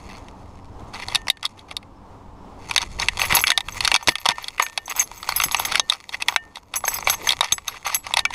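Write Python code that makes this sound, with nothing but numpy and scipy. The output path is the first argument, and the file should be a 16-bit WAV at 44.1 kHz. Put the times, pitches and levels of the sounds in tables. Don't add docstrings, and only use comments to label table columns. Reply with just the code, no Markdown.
import sys
import numpy as np
from scipy import signal
from scipy.fft import rfft, irfft, next_fast_len
from scipy.io import wavfile
from scipy.ndimage import uniform_filter1d, minimum_filter1d

SR = 44100
rng = np.random.default_rng(int(sys.argv[2]) if len(sys.argv) > 2 else 0)


def master(y):
    cut = np.clip(np.atleast_2d(y).T, -1, 1)
    pcm = np.round(cut * 32767)
    wavfile.write(sys.argv[1], SR, pcm.astype(np.int16))


N = 368185
TIME = np.arange(N) / SR
HOLLOW_HZ, MIDDLE_HZ, BRIGHT_HZ = 1450, 3000, 6600


def undb(db):
    return 10 ** (np.asarray(db) / 20)


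def unit(x):
    return x / (np.sqrt(np.mean(x ** 2)) + 1e-12)


def add(out, s, x):
    i = max(int(s * SR), 0)
    out[i:i + len(x)] += x[:max(N - i, 0)]


def follow(points):
    return np.interp(TIME, *np.transpose(points))


def band(x, hz, kind, order=3):
    return signal.sosfilt(signal.butter(order, hz, kind, fs=SR, output="sos"), x)


def resonate(x, hz, width_hz):
    return signal.lfilter(*signal.iirpeak(hz, hz / width_hz, fs=SR), x)


def walk(rate):
    steps = rng.standard_normal(N // 100)
    return 1.2 * np.interp(TIME * rate, np.arange(len(steps)), steps)


def coloured(points):
    hz, db = np.transpose(points)
    size = next_fast_len(N, real=True)
    f = np.maximum(np.fft.rfftfreq(size, 1 / SR), 1)
    spectrum = rfft(rng.standard_normal(size)) * undb(np.interp(np.log(f), np.log(hz), db))
    return unit(irfft(spectrum, size)[:N])


def mode(hz, t60):
    t = TIME[:int(t60 * SR)]
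    return np.sqrt(2) * np.sin(2 * np.pi * hz * t) * np.exp(-np.log(1000) * t / t60)


def grains(spread_db, count):
    out = np.zeros(N)
    size = undb(spread_db * np.minimum(rng.exponential(size=count), 3))
    out[rng.integers(0, N, count)] = size * rng.choice([-1, 1], count)
    return out


def registers(x):
    hollow = band(x, HOLLOW_HZ, "low", order=5)
    middle = band(x, [HOLLOW_HZ, MIDDLE_HZ], "band", order=4)
    bright = band(x, [MIDDLE_HZ, BRIGHT_HZ], "band", order=4)
    tick = band(x, BRIGHT_HZ, "high", order=8)
    return [hollow, middle, bright, tick]


# (frequency [Hz], width [Hz], level [dB])
HOUSING_MODES = [(800, 33, 0), (955, 120, 7), (1164, 217, 5), (2063, 310, 4.5), (2306, 57, -0.5),
                 (2566, 190, -2), (3335, 264, -3), (3707, 310, -9.5), (4345, 254, -1.5), (5290, 830, -10),
                 (6280, 320, -2), (9070, 530, -14.5), (10060, 370, -14.5), (14100, 1000, -11.5)]


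def housing(force, vary_db=0, lowest_hz=560, highest_hz=11400):
    out = 0
    for hz, width_hz, db in HOUSING_MODES:
        place = undb(db + vary_db * rng.standard_normal(force.shape[:-1] + (1,)))
        out = out + place * resonate(force, hz, width_hz)
    return band(band(out, lowest_hz, "high", order=3), highest_hz, "low", order=6)


def roaming(force, roam_db, shift_rate_hz=70, lowest_hz=590, highest_hz=11000):
    out = 0
    for hz, width_hz, db in HOUSING_MODES:
        place = undb(db + roam_db * np.clip(walk(shift_rate_hz), -2, 2))
        out = out + resonate(force * place, hz, width_hz)
    return band(band(out, lowest_hz, "high", order=3), highest_hz, "low", order=4)


# (time [s], level [dB],
# hollowness of the lows against the middle [dB], hardness of the treble against the middle [dB])
KNOCKS = [(0.2838,-40,4,3),(.9989,-31,2,-1),(1.0841,-23,8.5,13),(1.1216,-29.5,0,-10),(1.148,-14,-0.5,11),(1.1558,-8,-8,8.5),(1.2698,-27.5,3.5,-3),(1.2826,-17.5,-2,2.5),(1.3003,0.5,-5,13.5),(1.371,-33,-3,2),(1.429,-18.5,-3,5),(1.453,-7.5,-2.5,23),(1.462,-17.5,0.5,21),(1.5926,-34,-9,17),(1.7118,-25.5,-2,-2.5),(1.7669,-16.5,3,19.5),(1.828,-42.5,-14,-8.5),
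          (2.697,-28.5,7,7.5),(2.711,-18.5,-3,-2.5),(2.7616,-2.5,-6.5,6),(2.779,-2,-7,9.5),(2.817,-14.5,-4,14),(2.998,-12.5,5,13),(3.0186,-16.5,-3,24),(3.0846,-2,-13.5,-3),(3.1945,-11.5,-4.5,-3),(3.2163,-6.5,-9,-3.5),(3.2344,-18,15,1),(3.3053,-14.5,4,-13),(3.3238,-7.5,-22,-6),(3.3302,-14.5,10,2),(3.343,-12.5,-1,1),(3.3676,-5.5,3.5,8),(3.4389,-2.5,-36,-21),(3.4699,-5.5,-8,6.5),(3.4787,-8,-18,4),(3.503,2,-24,6),(3.5172,-1,-11.5,-4.5),(3.576,1.5,0,13),(3.6061,-12,-4,6),(3.685,-15,-4.5,-7.5),
          (3.8059,-7.5,-5,5),(3.848,-6,-5.5,7.5),(3.8536,-9,-16,8),(3.8761,-3.5,-9.5,2.5),(3.916,-5,-6.5,-5),(3.9417,6.5,-9,3.5),(3.9503,3.5,7.5,9),(3.961,3.5,-7,4),(4.0262,-16,10,-4),(4.0738,1,-10,10),(4.0837,9.5,-2,0.5),(4.09,8.5,-16,2.5),(4.155,-1.5,-9,0),(4.1836,-13,-3,9),(4.256,1.5,11.5,10),(4.2611,4.5,9.5,9.5),(4.288,9,2.5,10.5),(4.2979,-2.5,1,-3),(4.3065,-5.5,2,4),(4.3824,-8.5,7,-3.5),(4.442,-11,-6,12),(4.4827,-7.5,-12,11),(4.581,-14.5,-18,-14),(4.5973,6.5,3.5,-10.5),(4.6244,-7.5,0,-2),(4.6644,-10.5,-11,-6),(4.776,-2.5,-2,4.5),(4.879,-17.5,13,5),
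          (5.229,-20,10.5,11),(5.2897,-9,8,6.5),(5.322,-15,-2,-2),(5.4001,-9.5,-2.5,-3.5),(5.419,-14,-7,-6),(5.438,-12,0.5,3.5),(5.512,-20,8,12.5),(5.5455,-8,0,0),(5.5977,-14.5,11,6.5),(5.6505,-17.5,-6,4),(5.7213,-17.5,-14,0),(5.747,-19,-5,-11),(5.7551,-6.5,-21,-2.5),(5.7962,1.5,9,18),(5.8979,5.5,2.5,24),(5.9231,-6,1.5,1),(5.9342,-11.5,-8,14),(6.092,-17,2.5,11),(6.2219,-8.5,-21,2.5),(6.284,-1.5,-7.5,-0.5),(6.3238,-19,16,8),(6.361,5,-10,-4.5),(6.557,-19,-8.5,5),(6.5703,-20,17,13.5),(6.7392,-14,-1,0.5),(6.839,-12,25,6),(6.879,-10.5,4,-1),(6.9178,-24,14,-2),(6.9861,-19.5,6,1),(7.025,-22,1,-14),
          (7.0722,-6,-0.5,-7),(7.0977,-7,-1.5,7.5),(7.2715,-16.5,10,2),(7.2903,-2.5,-11,14),(7.306,-5.5,1.5,14),(7.3215,-9,-9,12),(7.408,5,9.5,12),(7.4293,-8.5,18,1),(7.4439,-7,5,9),(7.5224,2.5,4.5,18.5),(7.5809,-12.5,-1.5,-2),(7.6806,-5,-3.5,13),(7.8637,-11.5,13,-3),(7.945,-12.5,-14,4),(8.0664,-19,4,2),(8.1082,-22,15,-1),(8.1385,-7.5,0,7.5),(8.1701,-4,1,3),(8.1917,-6.5,-6,10),(8.252,-6.5,-14,-5),(8.305,-22,13,4),(8.3378,-24,-7,1)]


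def knocks(snap=1.0, buzz_s=0.0016, tail_db=-29, tail_s=0.0082, clack_hz=3730, clack_width_hz=260, clack_db=-7,
           tick_under_db=-7, tick_share=0.77):
    t = TIME[:SR // 25]
    rebounds = np.exp(-(t / buzz_s) ** 0.79) + undb(tail_db) * np.exp(-t / tail_s)
    force = rng.standard_normal((len(KNOCKS), len(t))) * rebounds
    force[:, 0] += snap
    parts = np.stack(registers(housing(force, vary_db=4.0)), axis=1)
    clack = resonate(parts[:, 2], clack_hz, clack_width_hz)
    parts[:, 2] += undb(np.array(KNOCKS)[:, 3:4] + clack_db) * clack
    parts /= np.sqrt(np.mean(parts[:, :, :SR // 200] ** 2, axis=2, keepdims=True))
    out = np.zeros(N)
    for (s, db, hollow, hard), part in zip(KNOCKS, parts):
        weights = undb([hollow, 0, hard, tick_share * hard + tick_under_db])
        add(out, s, undb(db) * weights @ part / np.linalg.norm(weights))
    return out


# (time [s], length [s], level [dB], shimmer of the small ring [dB])
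RATTLES = [(0.065,.12,-42.5,-70),(0.933,0.11,-32,-66),(1.096,0.079,-30.5,-68),(1.422,0.04,-25.5,-69.5),(1.57,0.04,-41.5,-75),(1.682,.043,-33.5,-72.5),(2.606,0.055,-45.5,-72),(2.698,0.044,-31.5,-66),(2.758,0.08,-22.5,-60),(2.985,0.046,-19.5,-59),(3.187,0.073,-18,-36),(3.292,0.099,-15,-36),(3.462,0.044,-20,-48),(3.686,.094,-37,-42),(3.804,0.22,-26,-64),(4.074,0.049,-13.5,-21),(4.193,0.026,-21,-36),(4.266,0.053,-8.5,-49),(4.383,0.11,-27,-51),(4.594,0.041,-8.5,-57),(4.88,0.043,-15.5,-38),(4.951,0.077,-15.5,-26),(5.12,0.14,-53,-43),(5.273,0.19,-23,-44.5),(5.507,0.2,-28,-49),(5.71,0.071,-20,-54),(5.901,0.055,-15,-42),(6.12,0.032,-19,-46.5),(6.2,0.025,-17.5,-50),(6.276,0.067,-25.5,-38),(6.544,0.041,-29,-49),(6.734,.042,-19,-43),(6.843,0.13,-27.5,-26),(7.07,0.073,-19.5,-27),(7.212,0.093,-39.5,-43),(7.28,0.058,-15.5,-40),(7.407,0.058,-15,-45),(7.478,0.06,-18.5,-57),(7.668,0.028,-15,-39),(7.696,0.081,-25.5,-62),(7.846,0.12,-16,-51),(8.03,0.093,-32.5,-64),(8.162,0.043,-15,-46),(8.313,.04,-26.5,-54)]


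def spells(gains, release_s=0.0039):
    out = np.zeros(N)
    for (s, length, *_), gain in zip(RATTLES, gains):
        add(out, s, np.full(int(length * SR), gain))
    keep = np.exp(-1 / (release_s * SR))
    return signal.lfilter([1 - keep], [1, -keep], out)


def chatter(gain_db=-3.5, hollow_db=-3, bright_db=-2, tick_db=-14, surge_db=3):
    contacts = roaming(grains(2.85, count=7000), roam_db=4.5)
    low, middle, bright, tick = (unit(x) for x in registers(contacts))
    body = unit(middle + undb(bright_db) * bright)
    rattle = unit(undb(hollow_db) * low + body + undb(tick_db) * tick)
    return rattle * spells(undb(np.array(RATTLES)[:, 2] + gain_db)) * undb(surge_db * walk(90))


# (time [s], level [dB], brightness [dB])
PINGS = [(3.198,-22,-12),(3.223,-26,-8),(3.254,-34,4),(3.35,-16,2.5),(3.393,-22,-9.5),(3.414,-34,10),(3.439,-27.5,-1),(3.502,-14,-37),(3.723,-30,-20),(4.028,-26.5,-12),(4.201,-48,17),(4.425,-46,11),(4.623,-10.5,-8),(4.648,-15.5,-26),(4.857,-28.5,-13),(4.897,-21.5,-4),(4.963,-23,-3),(4.995,-2,-17),(5.014,-14.5,-12),(5.038,-27,-22),(5.177,-33,-10),(5.289,-31,-4),(5.362,-27,11.5),(5.412,-24,-3),(5.437,-13,-7.5),(5.519,-26.5,-7),(5.567,-26,-15),(5.595,-28.5,3),(5.652,-24.5,-5.5),(6.29,-28.5,-8),(6.765,-20,-4),(6.758,-15.5,-7.5),(6.851,-20,-31),(6.88,-13,-7),(6.94,-25,3),(7.004,-30,-18),(7.044,-32,-22),(7.099,-15.5,-5.5),(7.145,-26,-20),(7.271,-22,-14),(7.522,-1.5,-17),(7.679,-27.5,1),(7.867,-21.5,-8),(7.946,-9.5,-9)]
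# (frequency [Hz], level [dB], t60 [s], index of the group whose strength it shares)
RING_MODES = [(5060, 0, .14, 0), (5700, -4, .11, 0), (6325, -5, .055, 1), (6400, -5, .045, 1),
              (7878, -2, .13, 2), (11240, -2, .11, 3), (12642, -1, .1, 4), (12690, -5, .07, 4),
              (13610, -1, .07, 4), (15240, -5, .08, 4)]
# (level [dB], share of the brightness that it follows)
RING_GROUPS = [(-17.5, 1), (1, 0.0048), (-9, 0.35), (0.5, 1), (-7, 1)]


def small_ring(gain_db=5.0, vary_db=2.5, detune=.0022, grip=0.079, clink_db=-3, clink_t60=0.054, clink_spread=0.04):
    out = np.zeros(N)
    chance = rng.standard_normal((len(PINGS), len(RING_MODES), 4))
    for (s, level_db, bright_db), draws in zip(PINGS, chance):
        for k, ((hz, db, t60, group), (bend, slack, load, place)) in enumerate(zip(RING_MODES, draws)):
            group_db, share = RING_GROUPS[group]
            blow_db = level_db + group_db + share * bright_db
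            gain = (-1) ** k * undb(blow_db + vary_db * place + db + gain_db)
            add(out, s, gain * mode(hz * (1 + detune * bend), t60 * np.exp(grip * slack)))
            add(out, s, gain * undb(clink_db) * mode(hz * (1 + clink_spread * load), clink_t60))
    return out


# (start [s], end [s])
JINGLE_S = (3.18, 8)


def shimmer(gain_db=-8, low_modes_db=-5, swing_db=-30, scrape_db=-7, scrape_hz=8000, pressed=.5):
    swinging = (TIME > JINGLE_S[0]) & (TIME < JINGLE_S[1])
    effort = spells(undb(np.array(RATTLES)[:, 3] + gain_db))
    effort = effort + swinging * undb(follow(RUSTLE) + swing_db)
    scrape = unit(band(grains(6, count=2500), scrape_hz, "high", order=2))
    out = undb(scrape_db) * effort * scrape
    for hz, db, t60, _ in RING_MODES:
        ring = mode(hz, t60 * pressed)
        gain = undb(db + low_modes_db * (hz < BRIGHT_HZ)) / np.linalg.norm(ring)
        taps = unit(grains(5.4, count=1000)) * effort
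        out += gain * signal.oaconvolve(taps, ring)[:N]
    return out


# (time [s], level [dB])
BUCKLE = [(1.1548, -34.5), (1.3004, -36.5), (3.0846, -36), (3.5017, -16.5), (3.9612, -25.5), (4.091, -14.5),
          (4.289, -12.5), (4.5983, -12), (4.777, -29.5), (5.7966, -29), (6.3613, -18.5), (7.0712, -31),
          (7.4096, -23), (8.1925, -34), (8.2524, -32.5)]
# (frequency [Hz], level [dB], t60 [s])
BUCKLE_MODES = [(712, -3, 0.087), (1810, -1.5, 0.3), (2900, -6.5, 0.15), (5000, -20.5, .05)]


def buckle(gain_db=1.0, choke_s=0.018):
    out = np.zeros(N)
    ends = [s for s, _ in BUCKLE[1:]] + [N / SR]
    for (s, level_db), end in zip(BUCKLE, ends):
        for hz, db, t60 in BUCKLE_MODES:
            ring = mode(hz, t60)
            free = np.exp(-np.maximum(s + TIME[:len(ring)] - end, 0) / choke_s)
            add(out, s, undb(level_db + db + gain_db) * ring * free)
    return out


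# (time [s], level [dB])
BUMPS = [(3.327, -18.5), (3.935, -13.5), (4.073, -12), (4.082, 6), (4.289, -8.5), (5.458, -24),
         (7.522, -14)]


def bumps(top_hz=170, decay_s=0.0089, gain_db=-1):
    out, t = np.zeros(N), TIME[:SR // 10]
    for s, db in BUMPS:
        thud = unit(band(rng.standard_normal(len(t)), [55, top_hz], "band", order=1))
        add(out, s, undb(db + gain_db) * thud * np.exp(-t / decay_s))
    return out


# (time [s], level [dB])
RUSTLE = [(0.1, -49), (0.5, -52), (0.8, -54), (1.05, -42.5), (1.55, -46.5), (1.95, -68), (2.5, -58),
          (2.85, -33), (3.3, -27.5), (3.65, -33), (4.3, -28.5), (4.7, -26.5), (5.1, -36), (5.55, -37.5),
          (6.1, -35), (6.55, -44.5), (7.2, -32), (8.25, -41)]


def straps(tick_db=-2, rub_db=-4, flutter_db=4, still_db=-62, muffled_db=-12, muffled_hz=380, slack_db=-6,
           pull_s=0.091):
    pulled = np.clip(2 * uniform_filter1d(spells(np.ones(len(RATTLES))), int(pull_s * SR)), 0, 1)
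    rustle = np.maximum(undb(follow(RUSTLE)) - undb(still_db), 0)
    ticks = unit(roaming(grains(8, count=700), roam_db=6.5)) * undb(tick_db)
    rub = unit(roaming(grains(2.5, count=9000), roam_db=3.5)) * undb(rub_db + flutter_db * walk(35))
    muffled = unit(band(rng.standard_normal(N), [muffled_hz / 1.28, muffled_hz * 1.57], "band", order=2))
    muffled = muffled * undb(muffled_db + 4.5 * walk(25))
    return rustle * undb(slack_db * (1 - pulled)) * (ticks + rub + muffled)


# (frequency [Hz], relative level [dB per Hz])
WIND = [(20, -1.5), (35, -1.5), (60, -1.5), (100, -5.5), (150, -12), (220, -16), (400, -54), (900, -85.5)]
# (time [s], level [dB])
GUSTS = [(0, -45), (0.8, -41), (1.15, -39.5), (1.5, -52.5), (2.2, -46), (2.65, -44.5), (2.9, -27),
         (3.3, -28), (3.55, -42.5), (3.73, -25.5), (3.98, -39), (4.35, -33), (4.65, -41.5), (5.15, -44.5),
         (5.5, -39), (6, -48), (6.6, -44.5), (7.25, -37.5), (8.3, -42.5)]


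def wind(gain_db=-1, gust_db=2):
    return coloured(WIND) * undb(follow(GUSTS) + gain_db + gust_db * walk(14))


# (frequency [Hz], relative level [dB per Hz])
YARD = [(60, 2.5), (120, -2.5), (200, 0.5), (290, -3), (400, -3), (600, -6), (900, -0.5), (1150, -5.5),
        (1500, -18.5), (2200, -23), (5000, -30), (7500, -34), (14000, -47.5)]


def yard(level_db=-44.5, swell_db=2.1):
    return coloured(YARD) * undb(level_db + swell_db * walk(8.5))


# (frequency [Hz], level [dB])
HUM = [(95, -49.5), (190, -55), (285, -54)]


def hum():
    turns = np.cumsum(1 + 0.01185 * walk(15)) / SR
    return sum(undb(db + 2 * walk(12)) * np.sin(2 * np.pi * hz * turns) for hz, db in HUM)


# (start [s], end [s])
TRILLS = [(.45, .8), (1.92, 2), (2.35, 2.5)]


def insect(hz=5270, width_hz=130, rate_hz=17, level_db=-70):
    singing = 1. * sum((TIME > start) & (TIME < end) for start, end in TRILLS)
    tone = unit(resonate(rng.standard_normal(N), hz, width_hz))
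    pulses = np.abs(np.sin(np.pi * rate_hz * TIME))
    return undb(level_db) * tone * uniform_filter1d(singing, SR // 20) * pulses


def scene():
    hardware = knocks() + chatter() + small_ring() + shimmer() + buckle()
    background = wind() + yard() + hum() + insect()
    return (hardware + bumps() + straps() + background)[None]


def limiter(x, limit_db=-11, ratio=8.95, recover_db_per_s=14.5):
    level_db = 10 * np.log10(np.abs(uniform_filter1d(x[0] ** 2, SR // 200)) + 1e-12)
    over_db = np.maximum(level_db - limit_db, 0) * (1 - 1 / ratio)
    recovered_db = recover_db_per_s * TIME
    cut_db = np.maximum.accumulate(over_db + recovered_db) - recovered_db
    gain = minimum_filter1d(undb(-cut_db), SR // 200)
    return x * uniform_filter1d(gain, SR // 1000)


def record(dry, top_hz=15500):
    held = limiter(dry)
    rounded = held / (1 + (held / .95) ** 4) ** .25
    return signal.sosfilt(signal.ellip(8, .2, 70, top_hz, fs=SR, output="sos"), rounded)


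dry = scene()
out = record(dry)
master(out)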